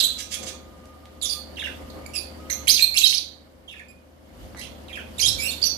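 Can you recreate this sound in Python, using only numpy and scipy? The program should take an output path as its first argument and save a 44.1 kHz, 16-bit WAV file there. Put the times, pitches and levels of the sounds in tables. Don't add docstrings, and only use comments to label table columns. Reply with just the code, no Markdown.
import sys
import numpy as np
from scipy import signal
from scipy.fft import rfft, irfft
from scipy.io import wavfile
from scipy.ndimage import uniform_filter1d, map_coordinates

SR = 44100
rng = np.random.default_rng(int(sys.argv[2]) if len(sys.argv) > 2 else 0)


def transcribe(signal):
    frames = np.atleast_2d(signal).T
    limited = np.clip(frames, -1, 1)
    pcm = np.round(limited * 32767).astype(np.int16)
    wavfile.write(sys.argv[1], SR, pcm)


def voltage_ratio(level):
    return 10 ** (np.asarray(level, float) / 20)


N = 254456

# freq_hz, gain_db
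SHADE_RESPONSE = [(1000, 14), (2500, 7.5), (4600, 3.5), (5700, -4), (6800, -24), (8300, -42), (9700, -45),
                  (11000, -15), (14000, 14)]


def rms_one(x):
    return x / np.sqrt(np.mean(x ** 2) + 1e-20)


def in_time(rows, t):
    s, *columns = np.transpose(rows)
    return [np.interp(t, s, c) for c in columns]


def at_hz(points, hz):
    freq_hz, value = np.transpose(points)
    return np.interp(np.log(hz), np.log(freq_hz), value)


def band(x, low_hz, high_hz):
    sos = signal.butter(2, [low_hz, min(high_hz, .45 * SR)], "band", fs=SR, output="sos")
    return signal.sosfilt(sos, x)


def coloured(x, points):
    hz = np.fft.rfftfreq(len(x), 1 / SR) + 1
    return irfft(rfft(x) * voltage_ratio(at_hz(points, hz)), len(x))


def drift(rate_hz):
    r = np.exp(-2 * np.pi * rate_hz / SR)
    noise = rng.standard_normal(N + SR)
    return rms_one(signal.lfilter([1], [1, -2 * r, r * r], noise)[SR:])


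def tone(hz):
    return np.sin(2 * np.pi * np.cumsum(hz) / SR)


def panned(x, right_db):
    return x * voltage_ratio([[-right_db / 2], [right_db / 2]])


def swells(rows, rise_db_per_s, fall_db_per_s):
    t = np.arange(N) / SR
    levels = []
    for s, length, db in rows:
        before, after = np.maximum(s - t, 0), np.maximum(t - s - length, 0)
        levels.append(db - rise_db_per_s * before - fall_db_per_s * after)
    return np.max(levels, axis=0)


def calls():
    # freq_hz, gain_db
    call_colour = [(1500, 8.5), (2500, 0.5), (4200, 1.5), (6500, 1), (7400, 4), (8700, -5.5), (10100, 6),
                   (11400, -2.5), (12800, 0.5), (14500, -18.5), (17000, -20)]
    out, direct, t = np.zeros((2, N)), np.zeros((2, N)), np.arange(N) / SR
    warble_hz = 150.06
    flutter = tone(warble_hz * voltage_ratio(2.9 * drift(40)))
    grain = drift(350)
    swing = .75 * flutter + .4 * grain
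    burr = np.clip(grain[::-1], -3, 1.5)
    rasp = rms_one(band(band(rng.standard_normal(N), 2500, 7400), 2500, 7400))
    for rows, bird in syllables():
        start_s, end_s = rows[0][0], rows[-1][0]
        span = slice(int(start_s * SR), int(end_s * SR))
        hz, level_db, warble = in_time(rows, t[span])
        warble = np.clip(warble, 0, .5)
        hz = hz * (1 + warble * swing[span])
        phase = 2 * np.pi * np.cumsum(hz) / SR
        burr_db = 2.2 * np.minimum(warble / .03, 1) * burr[span]
        voice = voltage_ratio(at_hz(call_colour, hz) + burr_db) * np.sin(phase)
        for k in range(2, 8):
            heard = k * hz < .45 * SR
            throat_db = bird["overtones_db"] - bird.get("fall_db", 2.1) * (k - 2.5)
            throat_db += bird.get("even_db", 0) * (0.5 - k % 2)
            grain_db = np.sqrt(k * 2) * np.roll(burr_db, 40 * k)
            overtone_db = throat_db + at_hz(call_colour, k * hz) + grain_db
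            voice += heard * voltage_ratio(overtone_db) * np.sin(k * phase + k * k)
        throb = voltage_ratio((40 * np.minimum(warble, .13) + bird.get("throb_db", 0)) * flutter[span])
        rasp_gain = voltage_ratio(bird.get("rasp_db", -12.5)) * np.sqrt(10 * warble)
        voice = throb * (voice + rasp_gain * rasp[span])
        attack, release = (t[span] - start_s) / bird["attack_s"], (end_s - t[span]) / .002
        edge = np.clip(np.minimum(attack, release), 0, 1)
        placed = panned(voltage_ratio(level_db - 6.5) * edge * voice, bird["right_db"])
        out[:, span] += placed
        direct[:, span] += voltage_ratio(bird["direct_db"]) * placed
    return out, direct


def syllables():
    # time_s, pitch_hz, level_db, warble_share
    screech_calls = [
        [(.022, 3950, -22.5, 0.015), (.03, 3950, -17, .01), (.036, 3850, -17.5, 0.0089),
         (.043, 3000, -18.5, 0.012), (.049, 3950, -15.5, 0.0098), (.058, 4020, -17.5, 0.0046),
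         (.064, 3960, -22.5, .005)],
        [(2.679, 2700, -13.5, .03), (2.685, 3750, -16.5, 0.065), (2.698, 4400, -10.5, 0.13),
         (2.709, 4700, -14.5, .12), (2.714, 6150, -10, 0.037), (2.722, 6100, -16, 0.059),
         (2.74, 5300, -26, .15)],
        [(2.74, 5300, -15.5, 0.14), (2.757, 4300, -21, 0.045), (2.774, 3800, -19.5, 0.078),
         (2.783, 2696, -23.5, 0.045), (2.789, 2330, -29.5, .03), (2.796, 2350, -17.5, 0.046),
         (2.801, 3500, -24, .03)],
        [(2.94, 2250, -30, .04), (2.962, 2600, -24.5, .04), (2.972, 2750, -15, 0.013), (2.977, 3900, -12, 0.03),
         (2.983, 4500, -13, 0.027), (2.99, 7100, -15.5, .03), (2.998, 7300, -30, 0.035),
         (3.012, 7000, -32.5, 0.076)],
        [(3, 4400, -25.5, 0.1), (3.01, 3800, -23.5, 0.07), (3.02, 2600, -15, 0.06), (3.028, 2700, -26, 0.039),
         (3.034, 3744, -16, 0.0093), (3.049, 3926, -2.5, 0.011)],
        [(3.125, 2370, -21.5, 0.031), (3.14, 3900, -18, 0.055), (3.148, 5300, -14, 0.056),
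         (3.16, 6300, -31, 0.066), (3.185, 4590, -15.5, .13)],
    ]
    # time_s, pitch_hz, level_db, warble_share
    later_calls = [
        [(5.195, 4280, -20, .05), (5.202, 4080, -19, .06), (5.205, 6010, -20, 0.036), (5.213, 6220, -17, 0.027),
         (5.215, 5670, -17.5, 0.055), (5.225, 4240, -14.5, 0.095)],
        [(5.225, 3085, -15.5, 0.017), (5.243, 3234, -21, .025), (5.259, 3300, -15, 0.025),
         (5.262, 3593, -12.5, 0.044), (5.275, 3826, -25, .05), (5.285, 3983, -20, .08),
         (5.298, 4004, -23, 0.067)],
        [(5.384, 2346, -35, .005), (5.4, 2292, -26, .005), (5.42, 2390, -33, 0.038),
         (5.435, 2580, -25.5, 0.034), (5.455, 2656, -26.5, 0.035), (5.475, 2794, -24.5, 0.044),
         (5.49, 2800, -35, .03)],
    ]
    # overtones_db, fall_db_per_overtone, even_db, throb_db
    call_throats = [(-5.5, 3, -1.5, -0.7), (-8, 3, -7, 2.5), (-13.5, 5, -4.5, 5), (-9, 3, 0.5, 4),
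                    (-14, 1, -6, -0.5), (-16.5, 2, -1, -4), (-13, 3, 2.5, 1), (-8, 9.5, -5, -0.5),
                    (-7.5, 0.5, -4.5, 0)]
    # start_s, length_s, from_hz, to_hz, level_db
    clear_notes = [
        (2.822, 0.027, 4169, 4246, -15),
        (3.043, .02, 4830, 5270, -24.5),
        (3.883, 0.036, 2417, 2500, -52.5),
        (5.48, 0.018, 4340, 4350, -31),
        (5.495, .012, 4390, 4330, -29),
    ]
    # start_s, length_s, from_hz, to_hz, level_db
    pip_notes = [
        (3.05, 0.011, 3168, 3095, -14),
        (3.061, 0.01, 4386, 4300, -8.5),
        (5.619, 0.0063, 4200, 4660, -15),
        (5.626, 0.0043, 4900, 4840, -5),
        (5.635, 0.01, 4600, 4530, -10),
    ]
    # start_s, length_s, from_hz, to_hz, level_db
    nasal_notes = [
        (.325, 0.03, 3440, 3234, -33),
        (1.221, 0.039, 3520, 3430, -24.5),
        (2.057, 0.01, 2235, 2320, -37.5),
        (2.134, 0.039, 2777, 2442, -31),
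        (2.497, 0.0096, 1873, 2100, -26.5),
        (4.566, 0.054, 1980, 2030, -41.5),
        (5.18, 0.012, 3680, 3380, -31),
        (5.191, 0.0087, 2916, 2274, -25.5),
    ]
    # start_s, length_s, from_hz, to_hz, level_db
    burred_notes = [(.2, 0.032, 6210, 5530, -40), (1.29, 0.049, 4810, 4552, -25),
                    (2.157, 0.034, 5070, 4680, -26), (2.506, 0.028, 6140, 6176, -24),
                    (2.8, 0.026, 3630, 4026, -23.5), (3.095, 0.017, 4160, 4324, -21),
                    (5.4, .03, 5150, 5250, -32.5), (5.525, 0.014, 4124, 4266, -32.5),
                    (5.274, 0.018, 5286, 5170, -17), (5.506, 0.0221, 3475, 3580, -29.5),
                    (5.614, 0.0061, 3360, 3540, -29), (5.641, 0.0046, 5060, 6280, -12.5),
                    (5.651, 0.025, 6300, 5590, -19)]
    # start_s, length_s, from_hz, to_hz, level_db
    harsh_notes = [(0, 0.017, 4107, 3800, -14), (1.212, .011, 4360, 3990, -32),
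                   (5.228, .028, 5300, 5000, -24), (5.196, .008, 2325, 2027, -29.5),
                   (1.253, 0.033, 5460, 5100, -28.5), (1.898, 0.014, 4080, 4560, -44),
                   (2.671, 0.009, 2610, 2566, -17.5), (3.066, 0.019, 4820, 6200, -20.5),
                   (3.09, 0.035, 5460, 4800, -25), (4.586, 0.057, 4750, 4700, -47.5),
                   (4.61, 0.063, 2543, 3100, -40)]
    # start_s, length_s, from_hz, to_hz, level_db
    held_notes = [(1.568, 0.029, 2950, 2540, -29.5), (1.592, 0.024, 3470, 3395, -25.5),
                  (1.636, 0.031, 2936, 2700, -25), (3.677, 0.018, 3320, 2805, -36),
                  (3.692, 0.013, 3380, 3440, -34.5), (3.71, 0.0216, 2860, 2525, -35.5),
                  (3.755, 0.033, 2710, 2363, -40.5), (4.891, 0.0203, 2600, 2355, -35.5),
                  (4.926, 0.026, 3236, 3130, -33), (4.953, 0.012, 2650, 2360, -28),
                  (4.985, 0.026, 3200, 2610, -36)]
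    # start_s, length_s, from_hz, to_hz, level_db
    drop_notes = [
        (1.558, 0.013, 4700, 2980, -45),
        (1.582, 0.0074, 2600, 1640, -38.5),
        (1.616, .015, 2900, 1607, -35.5),
        (1.666, 0.0126, 2500, 1520, -34.5),
        (3.735, .013, 2505, 1690, -46),
        (3.794, 0.014, 2420, 1715, -40),
        (4.882, 0.0097, 4260, 2754, -41),
        (4.911, 0.0083, 2360, 1790, -43),
        (4.968, 0.014, 2440, 1465, -37),
    ]
    short_notes = (
        notes(clear_notes, warble=.011, bend=0.82, swell_db=-2.5, arch_db=-3.5, overtones_db=-10.5,
              even_db=-0.5, right_db=21.5, direct_db=0.7, attack_s=0.0023)
        + notes(pip_notes, warble=0.02, bend=0.31, swell_db=-3.0, arch_db=-1, overtones_db=-25,
                right_db=23.0, direct_db=-5.0, attack_s=0.0036)
        + notes(nasal_notes, warble=0.0653, bend=.9, swell_db=3.5, arch_db=2.0, overtones_db=-5.0,
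                right_db=17.5, direct_db=-3.5, attack_s=0.0031)
        + notes(burred_notes, warble=0.065, bend=0.695, swell_db=1.5, arch_db=-6.0, overtones_db=-9,
                right_db=17.5, direct_db=-3.6, attack_s=0.0027)
        + notes(harsh_notes, warble=0.14, bend=0.87, swell_db=-7.5, arch_db=-2.0, overtones_db=-13.5,
                right_db=18.5, direct_db=-4.0, attack_s=0.004)
        + notes(held_notes, warble=0.053, bend=1.1, swell_db=-2.0, arch_db=-1.5, overtones_db=-22,
                fall_db=2.0, rasp_db=-21, right_db=14.5, direct_db=-6, attack_s=0.0029)
        + notes(drop_notes, warble=0.029, bend=0.98, settle=1.8, swell_db=-8, arch_db=-3.0,
                overtones_db=-19.5, rasp_db=-31, right_db=17.0, direct_db=-4.0, attack_s=0.0014))
    long_calls = []
    for rows, (db, fall, even, throb) in zip(screech_calls + later_calls, call_throats):
        long_calls.append((rows, dict(overtones_db=db, fall_db=fall, even_db=even, throb_db=throb,
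                                      right_db=16.0, direct_db=-2.0, attack_s=0.0011)))
    return short_notes + long_calls


def notes(rows, warble, bend, swell_db, arch_db, settle=1, **voice):
    u = np.linspace(0, 1, num=13)
    glide = 1 - (1 - u ** bend) ** settle
    out = []
    for s, length, from_hz, to_hz, db in rows:
        hz = from_hz * (to_hz / from_hz) ** glide
        level_db = db + swell_db * (u - .5) - arch_db * (2 * u - 1) ** 2
        out.append((np.transpose([s + length * u, hz, level_db, warble + 0 * u]), voice))
    return out


def wings():
    # freq_hz, gain_db
    feather_response = [(880, -39), (1500, -11.5), (3120, 0.5), (4210, -4.5), (4910, 2.5), (5300, -1.5),
                        (6060, 2.5), (7350, 2), (8100, -2.5), (9820, -8.5), (12000, -9.5), (13400, -24),
                        (15000, -25.5)]
    # start_s, length_s, level_db
    wing_beats = [
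        (.19, 0.018, -32.5),
        (.318, 0.034, -31.5),
        (.432, 0.0014, -35),
        (.468, 0.023, -34),
    ]
    level = voltage_ratio(swells(wing_beats, rise_db_per_s=1200, fall_db_per_s=902))
    noise = rms_one(coloured(rng.standard_normal(N), feather_response))
    return panned(level * voltage_ratio(drift(130)) * noise, 13.1)


def ticks():
    # start_s, peak_db, ring_hz
    knock_events = [
        (0.856, -30.5, 6130),
        (1.056, -28, 3460),
        (1.991, -41, 9980),
        (4.548, -24.5, 1490),
        (5.364, -47, 12400),
    ]
    out, age = np.zeros(N + 600), np.arange(600) / SR
    for s, peak_db, hz in knock_events:
        start = round(s * SR)
        ring = np.sin(2 * np.pi * hz * age) * np.exp(-age * hz / 0.48)
        out[start:start + 600] += voltage_ratio(peak_db) * ring
    return panned(out[:N], 2.2)


def at_ports(x):
    # time_s, lag_ms
    left_lag = [(0, 0.48), (1.4, 0.47), (1.8, -0.39), (3.3, -0.15), (5.2, -0.31), (5.77, -0.82)]
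    n = np.arange(N)
    lag_ms, = in_time(left_lag, n / SR)
    late = n - lag_ms * SR / 1000
    return np.array([map_coordinates(coloured(x[0], SHADE_RESPONSE), [late], order=3), x[1]])


def room(x):
    # freq_hz, t60_s
    decay_t60 = [(1500, 0.32), (4000, 0.39), (8000, 0.27), (15000, 0.31)]
    tail_db, early_db = -5, -11
    age = np.arange(int(.6 * SR)) / SR
    white, edges = rng.standard_normal((2, len(age))), np.geomspace(800, 18000, 8)
    tail = 0
    for low, high in zip(edges, edges[1:]):
        t60_s = at_hz(decay_t60, np.sqrt(low * high))
        tail = tail + band(white, low, high) * voltage_ratio(-60 * age / t60_s)
    tail *= np.clip((age - .006) / 0.022, 0, 1)
    tail *= voltage_ratio(tail_db) / np.sqrt(np.sum(tail ** 2, axis=1, keepdims=True))
    for side, lags_s in enumerate(rng.uniform(.002, .022, (2, 6))):
        echoes = voltage_ratio(early_db - 200 * lags_s) * rng.choice([-1, 1], 6)
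        tail[side, (lags_s * SR).astype(int)] += echoes
    return signal.fftconvolve(x, tail, axes=1)[:, :N]


def background():
    # freq_hz, density_db_per_hz
    rumble_spectrum = [(59, -31), (100, -3), (174, -6.5), (215, 3.5), (301, 0), (439, -7), (530, -3.5),
                       (550, -3), (639, -4), (1060, -15), (1210, 2), (1390, -20.5), (2000, -14),
                       (2600, -40.5), (4400, -120)]
    # freq_hz, density_db_per_hz
    hiss_spectrum = [(880, -30), (1500, -10), (2310, -11.5), (3120, 3), (3610, -4.5), (4480, -2),
                     (7160, -8.5), (12500, -10.5), (14300, -16), (15500, -34.5)]
    # time_s, gain_db
    recorder_gain = [(0, 5), (.05, 0), (.5, 2), (1.1, 0), (1.44, 4.5), (1.7, 7.5), (2.2, 6), (2.67, 7.5),
                     (2.78, 2), (3.1, -1), (3.5, -4), (4.19, -4.5), (4.42, 3.5), (5.26, 6.5), (5.37, 8.5),
                     (5.77, 5)]
    # start_s, length_s, level_db
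    thump_swells = [
        (0, .005, -40),
        (.42, 0.036, -36.5),
        (1.96, 0.008, -35),
        (5.37, 0.023, -45.5),
    ]
    # start_s, length_s, level_db
    hiss_swells = [
        (0, 0.026, -46),
        (1.69, 0.082, -59.5),
        (2.6, 0.087, -58.5),
        (4.42, 0.065, -62.5),
        (5.26, 0.043, -52.5),
        (5.37, 0.22, -52),
    ]
    # start_s, length_s, level_db
    gust_swells = [
        (.05, .37, -56),
        (1.69, .01, -69),
        (2.17, .01, -57),
        (2.65, 0.0097, -51),
        (4.42, 0.055, -50),
        (4.65, 0.046, -50.5),
        (5.26, 0.12, -46),
    ]
    gain_db, = in_time(recorder_gain, np.arange(N) / SR)
    hum_db = -52.5 + gain_db
    rumble_db = np.maximum(-45.5 + 0.9 * gain_db, swells(thump_swells, rise_db_per_s=130, fall_db_per_s=40))
    hiss_db = np.maximum(-69 + gain_db, swells(hiss_swells, rise_db_per_s=69.5, fall_db_per_s=65.5))
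    draught_db = np.maximum(-61.5 + 0.74 * gain_db, swells(gust_swells, rise_db_per_s=67, fall_db_per_s=72.0))

    hum_hz, whine_hz, whine_db = 75.7, 523.2, -11
    hum = np.sqrt(2) * voltage_ratio(hum_db) * tone(hum_hz + 1.2 * drift(3.2))
    whine = voltage_ratio(rumble_db + whine_db + 0.68 * drift(0.93)) * tone(whine_hz + 0.15 * drift(0.76))
    rumble = voltage_ratio(rumble_db - 4.0) * banded_noise(rumble_spectrum, patchy_db=1.37)
    hiss = voltage_ratio(hiss_db + 7) * banded_noise(hiss_spectrum, patchy_db=1.2)
    hiss[0] = coloured(hiss[0], SHADE_RESPONSE)

    gusts = rng.standard_normal((3, N))
    low_gusts = band(band(gusts[0] + 0.1 * gusts[1:], 45, 75.3), 45, 74.9)
    draught = voltage_ratio(draught_db + 1.5) * rms_one(low_gusts)
    draught += voltage_ratio(2 * draught_db + 52.0) * rms_one(band(gusts[1:], 87, 150))

    whistle_hz, whistle_db = whistle_course()
    whistle = voltage_ratio(whistle_db + 9.5 + 3 * drift(30)) * tone(whistle_hz + 8 * drift(32.6))
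    return hum + whine + rumble + hiss + draught + panned(whistle, 5.0)


def whistle_course():
    # start_s, length_s, first_hz, level_db
    whistle_events = [
        (0.072, 0.83, 1284, -66.5),
        (0.872, 0.096, 1225, -64),
        (0.972, 0.45, 1222, -70.5),
        (1.346, 0.059, 1207, -54),
        (1.41, 0.23, 1201, -73),
        (1.711, 0.48, 1227, -66),
        (2.397, 0.25, 1264, -60),
    ]
    rest_hz, settle_s = 1207, 0.3
    t, hz, level_db = np.arange(N) / SR, np.full(N, float(rest_hz)), np.full(N, -120.)
    for s, length, first_hz, db in whistle_events:
        on = (t >= s) & (t < s + length)
        hz[on] += (first_hz - rest_hz) * np.exp((s - t[on]) / settle_s)
        level_db[on] = db
    return hz, 20 * np.log10(uniform_filter1d(voltage_ratio(level_db), size=1500))


def banded_noise(spectrum, patchy_db):
    # freq_hz, correlation
    side_likeness = [(60, 0.98), (180, 0.6), (550, 0.2), (1650, -0.19), (4970, 0.079), (15000, 0.21)]
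    # freq_hz, lean_db
    left_lean = [(60, 7), (240, 1.5), (950, 2.5), (3770, -6.5), (15000, -15.5)]
    edges = np.geomspace(spectrum[0][0], spectrum[-1][0], 21)
    out, white, flicker = 0, rng.standard_normal((2, 2, N)), drift(26.0)
    for k, (low, high) in enumerate(zip(edges, edges[1:])):
        mid, side = band(white[k % 2], low, high)
        hz = np.sqrt(low * high)
        alike = np.clip(at_hz(side_likeness, hz), -1, 1)
        gain = voltage_ratio(at_hz(spectrum, hz) + patchy_db * np.roll(flicker, k * N // 21))
        stereo = np.sqrt(1 + alike) * mid + np.sqrt(1 - alike) * side * [[1], [-1]]
        out = out + panned(gain * stereo, -at_hz(left_lean, hz))
    return rms_one(out)


def scene():
    sung, direct = calls()
    feathers, knocks = wings(), ticks()
    near = at_ports(direct + voltage_ratio(-5.0) * feathers) + knocks
    reflected = room(at_ports(sung + feathers) + 1.7 * knocks)
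    return near + reflected + background()


def band_limit(x):
    return signal.sosfilt(signal.butter(12, 15750, fs=SR, output="sos"), x)


def record(dry):
    top_cut = signal.cheby2(12, 50, 16100, fs=SR, output="sos")
    rounded = 1.5 * np.tanh(dry / 1.5)
    return band_limit(signal.sosfilt(top_cut, rounded))


dry = scene()
out = record(dry)
transcribe(out)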